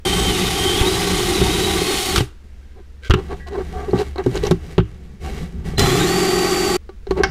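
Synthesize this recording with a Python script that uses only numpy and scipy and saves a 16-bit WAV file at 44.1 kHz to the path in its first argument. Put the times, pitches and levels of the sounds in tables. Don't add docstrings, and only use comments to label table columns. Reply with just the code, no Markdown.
import sys
import numpy as np
from scipy import signal
from scipy.fft import rfft, irfft, next_fast_len
from scipy.io import wavfile
from scipy.ndimage import map_coordinates

SR = 44100
rng = np.random.default_rng(int(sys.argv[2]) if len(sys.argv) > 2 else 0)


def file_out(sig):
    cols = np.atleast_2d(sig).T
    lim = np.clip(cols, -1, 1)
    pcm = np.round(lim * 32767).astype(np.int16)
    wavfile.write(sys.argv[1], SR, pcm)


N = 322018
TIME = np.arange(N) / SR

# frequency in Hz, relative level in dB.
SHUDDER_SPECTRUM = [(13, -42), (22, -9.5), (50, 0.5), (118, -3), (150, -10.5), (182, 3.5), (241, -20.5),
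                    (380, -44), (640, -120)]
# frequency in Hz, relative level in dB.
RUSTLE_SPECTRUM = [(290, -5.5), (480, -1), (586, -11), (740, -3.5), (933, -17), (1840, -10), (8210, -24.5),
                   (15000, -35)]

STEEL_TOP_HZ = 6900
DRIVE_START_S, FULL_TRIGGER_S, DRIVE_STOP_S = 5.779, 6.05, 6.766


def amp(db):
    return 10 ** (np.asarray(db) / 20)


def unit(x):
    return x / np.sqrt(np.mean(x ** 2) + 1e-20)


def curves(rows):
    s, *cols = np.transpose(rows)
    return [np.interp(TIME, s, c) for c in cols]


def wobble(rate_hz):
    knots = rng.standard_normal(int(N * rate_hz / SR) + 4)
    return map_coordinates(knots, [TIME * rate_hz])


def white():
    return rng.standard_normal(N)


def burst(t, t60_s):
    return rng.standard_normal(len(t)) * amp(-60 * t / t60_s)


def place(x, start_s):
    return np.pad(x, (round(start_s * SR), N))[:N]


def filtered(x, response):
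    size = next_fast_len(len(x) + 8192)
    return irfft(rfft(x, size) * response(np.fft.rfftfreq(size, 1 / SR)), size)[:len(x)]


def coloured(x, spectrum):
    f, db = np.transpose(spectrum)
    return unit(filtered(x, lambda hz: amp(np.interp(np.log(hz + 1), np.log(f), db))))


def resonant(x, modes):
    def response(f):
        return sum(amp(db) * 1j * f * w / (c * c - f * f + 1j * f * w) for c, w, db in modes)
    return unit(filtered(x, response))


def dulled(x, top_hz):
    return unit(filtered(x, lambda hz: 1 / (1 + 1j * np.sqrt(2) * hz / top_hz - (hz / top_hz) ** 2)))


def running(start_s, stop_s, t60_s):
    rise = np.clip((TIME - start_s) / .003, 0, 1)
    return rise * amp(-60 * np.maximum(TIME - stop_s, 0) / t60_s)


def turns(hz, flutter):
    return np.cumsum(hz * (1 + flutter * wobble(70))) / SR


def partial(turn, rough_db):
    return unit(np.sin(2 * np.pi * (turn + rng.random())) * amp(rough_db * wobble(60)))


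def lift(hz, modes):
    top_hz = 9600
    peaks = sum(amp(db) / np.hypot(1, 2 * (hz - c) / w) for c, w, db in modes)
    return (1 + peaks) / (1 + (hz / top_hz) ** 20)


def cabinet(x):
    # frequency in Hz, width in Hz, relative level in dB.
    cabinet_modes = [(311, 7.8, -5), (369.8, 24.6, 6.5), (400, 19, 2.5), (750, 70, -8.5), (807, 28, -6.5),
                     (1122, 39, -5.5), (1508, 49, -10.5), (1815, 70, -20)]
    return coloured(resonant(x, cabinet_modes), [(120, 8), (300, 4.5), (1900, -2.5), (4000, -32.0)])


def block(x, upper_db=0):
    # frequency in Hz, width in Hz, relative level in dB.
    block_modes = [(389.6, 25.4, 11), (736, 38, -4), (1100, 18, -7.5), (1490, 47, -20.5), (1730, 33, -31)]
    modes = [(hz * (1 + 0.031 * rng.standard_normal()), width, db + upper_db * (k > 0))
             for k, (hz, width, db) in enumerate(block_modes)]
    return dulled(resonant(x, modes), top_hz=1900)


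def walls(x):
    t = np.arange(SR // 16) / SR
    tail = burst(t, t60_s=.05) * (t > .001)
    echo = signal.fftconvolve(x, tail / np.linalg.norm(tail))[:N]

    def wet(hz):
        return np.interp(hz, [700, 1800], [0, .3])
    return filtered(x, lambda hz: np.sqrt(1 - wet(hz) ** 2)) + filtered(echo, wet)


def slips():
    ticks = unit((rng.random(N) < 220 / SR) * white())
    return ticks + .5 * white()


def room():
    # frequency in Hz, relative level in dB.
    room_spectrum = [(12, -18), (38, 0.5), (55, 9.5), (77, -55), (98, -34), (1700, -29), (6180, -39),
                     (16000, -53)]
    # frequency in Hz, relative level in dB.
    rumble_spectrum = [(25, 15), (90, 1), (210, -14), (450, -11), (620, -24), (4000, -76)]
    hum_hz, hum_db = 69.2, -43.5
    swell_s, swell_sigma_s, swell_db = 3.85, 0.5, 13
    level_db = hum_db + swell_db * np.exp(-((TIME - swell_s) / swell_sigma_s) ** 2 / 2)
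    drone = coloured(resonant(white(), [(hum_hz, 9.6, 0)]), [(90, 10), (160, -32)])
    hum = unit(partial(turns(hum_hz, flutter=0.01), rough_db=1.5) + amp(-14.5) * drone)
    third_partial = amp(-55.5) * partial(turns(3 * hum_hz, flutter=0.0266), rough_db=8.0)
    noise = amp(-45.5) * coloured(white(), room_spectrum)
    rumble = amp(-40.5) * coloured(white(), rumble_spectrum)
    return amp(level_db) * hum + third_partial + noise + rumble


def drill():
    # time in seconds, turns per second in Hz.
    motor_speed = [(.05, 262.5), (.27, 261), (.39, 231), (.46, 237), (.51, 257), (.58, 265), (.64, 257),
                   (.73, 259), (.79, 284), (.85, 302), (.9, 328), (.98, 338), (1.12, 342.5), (1.28, 344),
                   (1.35, 334), (1.44, 303), (1.53, 322), (1.73, 327), (1.84, 355), (2.07, 372),
                   (2.13, 361), (2.3, 120)]
    # multiple of motor speed, level in dB before housing, load and whine curve.
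    steady_orders = [(1, -45.5), (3, -47.5), (12, -39), (23, -54), (25, -53), (30, -47), (32, -49.5),
                     (34, -47.5)]
    # multiple of motor speed, level in
    # dB before housing.
    brief_orders = [(15, -46.5), (16, -49)]
    # frequency in Hz, width in Hz, lift in dB.
    housing = [(335, 7, 16), (807, 71, 10.5), (2890, 330, 10.5), (3240, 240, 2), (5013, 150, 8.5),
               (8450, 370, 9.5)]
    # time in seconds, level in dB.
    push = [(0.06, -21), (0.8, -25.5), (1.36, -25), (1.44, -17), (1.53, -24.5), (1.79, -24), (2.05, -39.5),
            (2.14, -28.5)]
    # time in seconds, load from 0 to 1.
    snag = [(.24, 0.26), (.35, 0.95), (.8, 0.8), (1.1, 0.45), (1.5, 0.84), (1.9, 0)]
    # time in seconds, gear whine gain in dB.
    whine_gain = [(.28, 1.5), (.43, -10), (.7, 1.5), (.87, 3), (1.0, -2), (1.25, -3.5), (1.45, 3),
                  (1.8, -1), (1.9, 3), (2.0, -1)]
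    # time in seconds, cabinet boom level in dB.
    boom_level = [(.22, -21.5), (.55, -25), (.85, -21), (1.75, -24), (1.92, -21.5), (2.03, -30.5),
                  (2.17, -21)]
    # frequency in Hz, width in Hz, relative level in dB.
    bit_modes = [(2540, 100, 2), (3200, 50, 2.5), (3704, 280, 5.5)]
    # start in seconds, end in seconds, frequency in Hz, level in dB.
    squeals = [(0.348, 0.46, 3650, -34), (.61, 0.838, 3210, -32)]
    # frequency in Hz, relative level in dB.
    cutting_spectrum = [(260, -10), (450, -11), (586, -17.5), (763, 2.5), (971, -15.5), (1140, -7),
                        (1540, -11), (1650, -18), (1910, -4.5), (2730, -10), (3130, -5.5), (4520, -9),
                        (7000, -16.5), (9100, -42), (15400, -120)]
    # frequency in Hz, relative level in dB.
    chip_spectrum = [(3530, -11.5), (6000, -2), (9740, -1.5), (14000, -11.5), (15700, -16), (16000, -53)]
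    cut_db, squeal_db, chip_db = -25, -31.5, -30
    chip_db_per_push_db = -0.16
    blur_db_per_order = 0.25
    tremor_turns = 0.0094

    speed_hz, = curves(motor_speed)
    shudder_db, = curves(push)
    push_db = shudder_db - np.mean(push, axis=0)[1]
    load = np.clip(curves(snag)[0], 0, 1)

    fast = np.clip((speed_hz - 320) / 20, 0, 1)
    turn = turns(speed_hz, flutter=.0015 + .007 * load + .002 * fast)
    tremor = tremor_turns * load * wobble(280)

    def gears(orders):
        out = np.zeros(N)
        for k, db in orders:
            gain = amp(db - blur_db_per_order * k * load) * lift(k * speed_hz, housing)
            out += gain * partial(k * (turn + tremor), rough_db=2.5 + 3 * load)
        return out
    whine = amp(curves(whine_gain)[0]) * gears(steady_orders)
    whine += running(.88, 1.13, t60_s=.3) * gears(brief_orders)

    chuck = np.sin(2 * np.pi * turn / 14.5)
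    bite = amp(0.1 * load * chuck + 0.81 * wobble(90))

    def fibres(grain_db):
        return white() * bite * amp(grain_db * wobble(1200))
    cutting = amp(cut_db) * coloured(fibres(grain_db=2.0), cutting_spectrum)
    chips = amp(chip_db + chip_db_per_push_db * push_db) * coloured(fibres(grain_db=1.0), chip_spectrum)
    boom_noise = cabinet(fibres(grain_db=4.5))
    boom = amp(curves(boom_level)[0]) * coloured(boom_noise, [(400, -1.5), (760, -3.0), (1150, 1.0)])
    shudder = amp(shudder_db) * coloured(white(), SHUDDER_SPECTRUM)

    bit_ring = sum(amp(db + 1.9 * wobble(20)) * resonant(white(), [(hz, width, 0)])
                   for hz, width, db in bit_modes)
    squeal = amp(squeal_db) * unit(bit_ring * amp(4.1 * load * chuck))
    for pulse_db, t60_s in [(3.1, .11), (5, .12)]:
        binding = sum(amp(db) * running(start, end, t60_s) * resonant(white(), [(hz, 110, 0)])
                      for start, end, hz, db in squeals)
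        squeal += unit(amp(pulse_db * chuck)) * binding
    return running(0.05, 2.183, t60_s=0.2) * (whine + walls(cutting + chips) + squeal + boom + shudder)


def blow(s, thud_hz, thud_db, boom_db, clack_db, tick_db):
    # multiple of thud pitch, mean level in dB, t60 in seconds.
    panel = [(.65, -8, 0.22), (0.998, 2.5, 0.12), (1.4, -5.5, 0.085)]
    # frequency in Hz, relative level in dB.
    clack_spectrum = [(500, -22), (900, 0.5), (1350, 11), (2100, -2.5), (2850, 5.5), (4200, -10),
                      (8000, -52)]
    # frequency in Hz, relative level in dB.
    tick_spectrum = [(2000, -6), (4200, 8), (6500, 1.5), (9000, -5), (15000, -14)]
    t = np.arange(SR // 2) / SR

    def level(x):
        return unit(x) * np.sqrt(0.015 / t[-1])
    thud = sum(amp(db + rng.normal(0, 5.6) - 60 * t / t60) * np.sin(2 * np.pi * thud_hz * ratio * t)
               for ratio, db, t60 in panel)
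    boom = cabinet(amp(-60 * t / 0.0029) + amp(-12.5) * burst(t, t60_s=0.058))
    clack = coloured(burst(t, t60_s=0.039) + amp(-30.0) * burst(t, t60_s=0.38), clack_spectrum)
    tick = coloured(burst(t, t60_s=0.025) + amp(-39.0) * burst(t, t60_s=0.43), tick_spectrum)
    sound = amp(thud_db) * level(thud) + amp(boom_db) * level(boom)
    sound += amp(clack_db) * level(clack) + amp(tick_db) * level(tick)
    contact = 1 - np.exp(-t / 0.0011)
    return place(contact * sound, s)


def knocks():
    # start in seconds, strength in dB, thud in Hz, clack and tick in dB, all dB before trims.
    knock_rows = [(.811, -11, 64.5, -6, -20), (1.413, -13, 132, -8, -18), (2.159, -26, 60.5, 16, 11.5),
                  (2.179, -13.5, 92, 2.5, -2.5), (2.205, -14.5, 124, -5.5, -12),
                  (3.098, -5.5, 70.7, -15, -22), (3.107, -8, 48, 2, -18), (3.137, -10, 124, 0.5, -17.5),
                  (3.932, -11, 185.4, -43, -47), (4.262, -12.5, 191.5, -27, -24),
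                  (4.51, -8, 169.4, -10, -13), (4.78, -7, 168.4, -7, -25.5), (4.798, -14.5, 90, -8.5, -39),
                  (5.793, -27, 120, -1, 15), (5.808, -19, 120, -22, -20), (5.86, -26.5, 100, 13, 1)]
    boom_db_per_octave = 7
    out = np.zeros(N)
    for s, db, hz, clack_db, tick_db in knock_rows:
        boom_db = db + boom_db_per_octave * np.log2(hz / 150)
        out += blow(s, hz, db + 2.3, boom_db, db + clack_db - 6.5, db + tick_db - 3.0)
    return out


def hands():
    # start, end and attack in seconds, rustle in dB, bump in dB.
    slides = [(2.427, 2.617, 0.027, -61, -72), (3.146, 3.383, .04, -47, -34),
              (3.464, 4.076, 0.15, -43, -34), (4.207, 4.334, 0.089, -38, -28),
              (4.358, 4.49, 0.039, -39, -24.5), (4.574, 4.728, 0.079, -45, -37),
              (4.82, 5.133, 0.048, -56.5, -39), (5.195, 5.33, 0.048, -38, -30),
              (5.338, 5.434, 0.056, -43, -29), (5.521, 5.782, 0.041, -54, -26.5),
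              (5.639, 5.665, 0.027, -36, -35), (7.073, 7.3, 0.026, -49.5, -28)]
    # frequency in Hz, relative level in dB.
    bump_spectrum = [(8, -40), (24, -10.5), (75, -1.5), (97, -17.5), (173, -6.5), (290, -27), (640, -100)]
    rustle, bump = np.zeros(N), np.zeros(N)
    for start, end, attack, rustle_db, bump_db in slides:
        stroke = np.clip((TIME - start) / attack, 0, 1) * running(start, end, t60_s=0.48)
        rustle += amp(rustle_db) * stroke
        bump += amp(bump_db) * stroke
    boom = amp(-6) * np.sqrt(rustle * bump) * cabinet(white())
    grip = amp(0.97 * wobble(25))
    rubbing = coloured(white() + 0.56 * slips(), RUSTLE_SPECTRUM)
    return grip * (bump * coloured(white(), bump_spectrum) + boom + rustle * rubbing)


def drag():
    # start, end and attack in seconds, level in dB.
    strokes = [(2.555, 2.853, 0.08, -65.5), (3.015, 3.069, 0.035, -34.5), (4.78, 4.79, .004, -44)]
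    # frequency in Hz, width in Hz, relative level in dB.
    squeak_modes = [(472, 70, 7), (1570, 45, 13), (2190, 560, 0), (3120, 550, -3)]
    stroke = sum(amp(db) * np.clip((TIME - start) / attack, 0, 1) ** 2 * running(start, end, t60_s=0.11)
                 for start, end, attack, db in strokes)
    return stroke * dulled(resonant(white() * amp(4.2 * wobble(400)), squeak_modes), STEEL_TOP_HZ)


def scuffs():
    # middle in seconds, boom in dB, block's upper modes in dB, rasp in dB, sigma in seconds.
    scuff_rows = [(2.785, -43, 3, -77, .02), (3.187, -24, 3, -50, 0.019), (3.325, -25, 5.5, -48, 0.016),
                  (3.483, -34, 7, -43.5, 0.01), (3.534, -26.5, -6, -51, 0.015),
                  (3.557, -24.5, 16, -56, 0.007), (3.587, -18, -27, -59, 0.0083),
                  (3.607, -24.5, 3, -53, 0.016), (3.801, -28.5, 10, -62, 0.047),
                  (3.892, -20.5, -30, -66, .009), (3.964, -26, 9, -40.5, 0.016),
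                  (4.008, -16, 4, -31.5, 0.016), (4.197, -21, 5, -47, 0.015),
                  (4.363, -19.5, -6, -32.5, 0.015), (4.437, -14.5, -10, -33, 0.0063),
                  (4.464, -22.5, 3, -33, 0.014), (5.27, -34.5, 26, -54, 0.021),
                  (7.183, -18.5, -6, -41, 0.012), (7.207, -11.5, -1.5, -53, 0.01)]
    # frequency in Hz, width in Hz, relative level in dB.
    grit_modes = [(1900, 250, 0), (2820, 670, 5), (3980, 410, 6), (6040, 520, -12)]
    out = np.zeros(N)
    t = np.arange(SR // 2) / SR
    middle = t.mean()
    rasp = coloured(white() * amp(0.93 * wobble(500)), RUSTLE_SPECTRUM)
    grit = dulled(resonant(slips(), grit_modes), STEEL_TOP_HZ)
    scrape = rasp + amp(-2) * grit
    for s, boom_db, upper_db, rasp_db, sigma in scuff_rows:
        stroke = np.exp(-((t - middle) / sigma) ** 2 / 2)
        boom = block(rng.standard_normal(len(t)), upper_db)
        strength = np.sqrt(np.average(boom ** 2, weights=stroke ** 2))
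        out += place(stroke * amp(boom_db) * boom / strength, s - middle)
        out += place(stroke, s - middle) * amp(rasp_db) * scrape
    return out


def ringing(start_s, modes):
    t = np.maximum(TIME - start_s, 0)
    return (t > 0) * sum(amp(db - 60 * t / t60) * np.sin(2 * np.pi * hz * t + .5 * wobble(150))
                         for hz, db, t60 in modes)


def hard_parts():
    # frequency in Hz, level in dB, t60 in seconds.
    steel_modes = [(1650, -44, 1.0), (1793, -48, 0.6), (1940, -46, 1.0)]
    # frequency in Hz, relative level in dB, t60 in seconds.
    clink_modes = [(384, 1.5, 0.16), (778, 0, 0.14), (1100, -6, 0.085), (1530, 6, 0.06), (1570, -18, 0.079),
                   (2180, 0, 0.062), (6000, -25, 0.054)]
    linger = ringing(3.4, steel_modes)
    clink_s = 7.235
    t = np.maximum(TIME - clink_s, 0)
    chatter = coloured(white(), [(900, -6), (1500, 7.0), (3800, -12), (5400, -1.5), (7500, -29), (15000, -49)])
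    chatter *= (t > 0) * (amp(-9.0 - 60 * t / 0.041) + amp(-29.5 - 60 * t / 0.42))
    return linger + amp(-14.5) * ringing(clink_s, clink_modes) + chatter


def taps():
    # start in seconds, boom, tick and ring strength in dB, ring in Hz.
    tap_rows = [(3.555, -29, -54, -57, 4200), (3.91, -30, -61, -46, 4300), (4.159, -29, -53, -46, 4200),
                (4.182, -23, -44, -37.5, 4320), (4.239, -38, -45, -52, 5970), (4.356, -25, -38, -39, 7220),
                (4.468, -24, -33.5, -32.5, 6030), (5.735, -34.5, -59, -62, 4150),
                (6.892, -32, -54, -56, 4180), (7.069, -26.5, -52, -49, 4100),
                (7.109, -12, -36.5, -35, 4240)]
    # frequency in Hz, relative level in dB.
    tick_spectrum = [(600, -10), (1500, 10), (3000, 7), (6000, -1), (15000, -25)]
    out = np.zeros(N)
    t = np.arange(SR // 4) / SR
    level = np.sqrt(0.013 / t[-1])
    for s, boom_db, tick_db, ring_db, ring_hz in tap_rows:
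        boom = block(amp(-60 * t / 0.0017) + amp(-0.5) * burst(t, t60_s=0.043))
        tick = coloured(burst(t, t60_s=0.056), tick_spectrum)
        ring = resonant(burst(t, t60_s=0.0063), [(ring_hz, 90, 0), (0.94 * ring_hz, 130, -4)])
        out += place(level * (amp(boom_db) * boom + amp(tick_db) * tick + amp(ring_db) * ring), s)
    return out


def driver_speed():
    creep_hz, squeeze_hz_per_s = 240.3, 290
    full_hz, spin_up_s, sag_hz_per_s = 385.6, .035, 3.8
    squeezed_s = np.clip(TIME, DRIVE_START_S, FULL_TRIGGER_S) - DRIVE_START_S
    creep = creep_hz + squeeze_hz_per_s * squeezed_s
    since_s = np.maximum(TIME - FULL_TRIGGER_S, 0)
    return full_hz - (full_hz - creep) * np.exp(-since_s / spin_up_s) - sag_hz_per_s * since_s


def driver():
    # multiple of motor speed, level in dB at top speed.
    whine_orders = [(1, -23), (4, -37.5), (5, -34.5), (12, -28.5), (20, -42), (24, -45)]
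    # frequency in Hz, relative level in dB.
    gear_spectrum = [(280, -31), (480, -17), (548, -14), (802, 3.5), (943, -19), (1120, -1), (1720, -14.5),
                     (1880, -6), (4150, -12.5), (7140, -15.5), (14700, -25), (16000, -55)]
    # frequency in Hz, width in Hz, relative level in dB.
    gear_case = [(1880, 190, -1), (3410, 140, -1.5)]
    settle_s = 0.28
    knock_db, ring_db = -19.5, -26
    chopper_hz, chopper_db, chopper_fade_db_per_s = 4072, -24, 61

    speed_hz = driver_speed()
    age_s = np.maximum(TIME - DRIVE_START_S, 0)
    squeezing = TIME < FULL_TRIGGER_S
    loose = np.exp(-age_s / settle_s)
    shudder_db, boom_db, rattle_db = -28.5 + 15 * loose, -21.5 + 1.2 * loose, -24 + 2.5 * loose
    turn = turns(speed_hz, flutter=.001 + .006 * squeezing)
    spindle = turn / 8.59

    whine = sum(amp(db) * partial(k * turn + 0.00026 * k * k * wobble(250), rough_db=1.5 + 3.7 * squeezing)
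                for k, db in whine_orders)
    whine *= (speed_hz / speed_hz.max()) ** 2.1

    jolts = sum(np.cos(2 * np.pi * (k * spindle + rng.random())) * (2 if k in (7, 8) else 1)
                for k in range(6, 24))
    boom = amp(boom_db) * cabinet(unit(jolts) * amp(0.85 * wobble(30)) + amp(13.0) * white())
    strike = np.exp(-(spindle % 1) / .15)
    boom += amp(knock_db) * loose * block(white() * strike, upper_db=6)

    sway_orders = [(1, -0.5), (3, -1.0), (4, 6.0), (5, 1.5)]
    sway = unit(sum(amp(db) * partial(k * spindle, rough_db=3.5) for k, db in sway_orders))
    shudder = amp(shudder_db) * unit(sway + amp(-7.5) * coloured(white(), SHUDDER_SPECTRUM))

    teeth = amp(0.34 * np.sin(2 * np.pi * spindle) + 1.0 * np.sin(2 * np.pi * turn) + 1.06 * wobble(300))
    rattle = amp(rattle_db) * coloured(white() * teeth, gear_spectrum)
    rattle += amp(rattle_db - 12.5) * resonant(white() * teeth, [(7230, 270, 0)])
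    rattle += amp(ring_db) * loose * resonant(white() * teeth, gear_case)

    chopper = amp(chopper_db - chopper_fade_db_per_s * age_s) * partial(chopper_hz * TIME, rough_db=-1.0)
    motor = running(DRIVE_START_S, DRIVE_STOP_S, t60_s=0.012) * (whine + boom + shudder + walls(rattle))
    return motor + running(5.773, FULL_TRIGGER_S, t60_s=.05) * chopper


def scene():
    handling = knocks() + hands() + drag() + scuffs() + hard_parts() + taps()
    mono = room() + drill() + walls(handling) + driver()
    return np.array([mono, mono])


def record(dry):
    limit, top_hz = .62, 15600
    clipped = dry / (1 + np.abs(dry / limit) ** 6) ** (1 / 6)
    return np.array([filtered(x, lambda hz: hz < top_hz) for x in clipped])


dry = scene()
out = record(dry)
file_out(out)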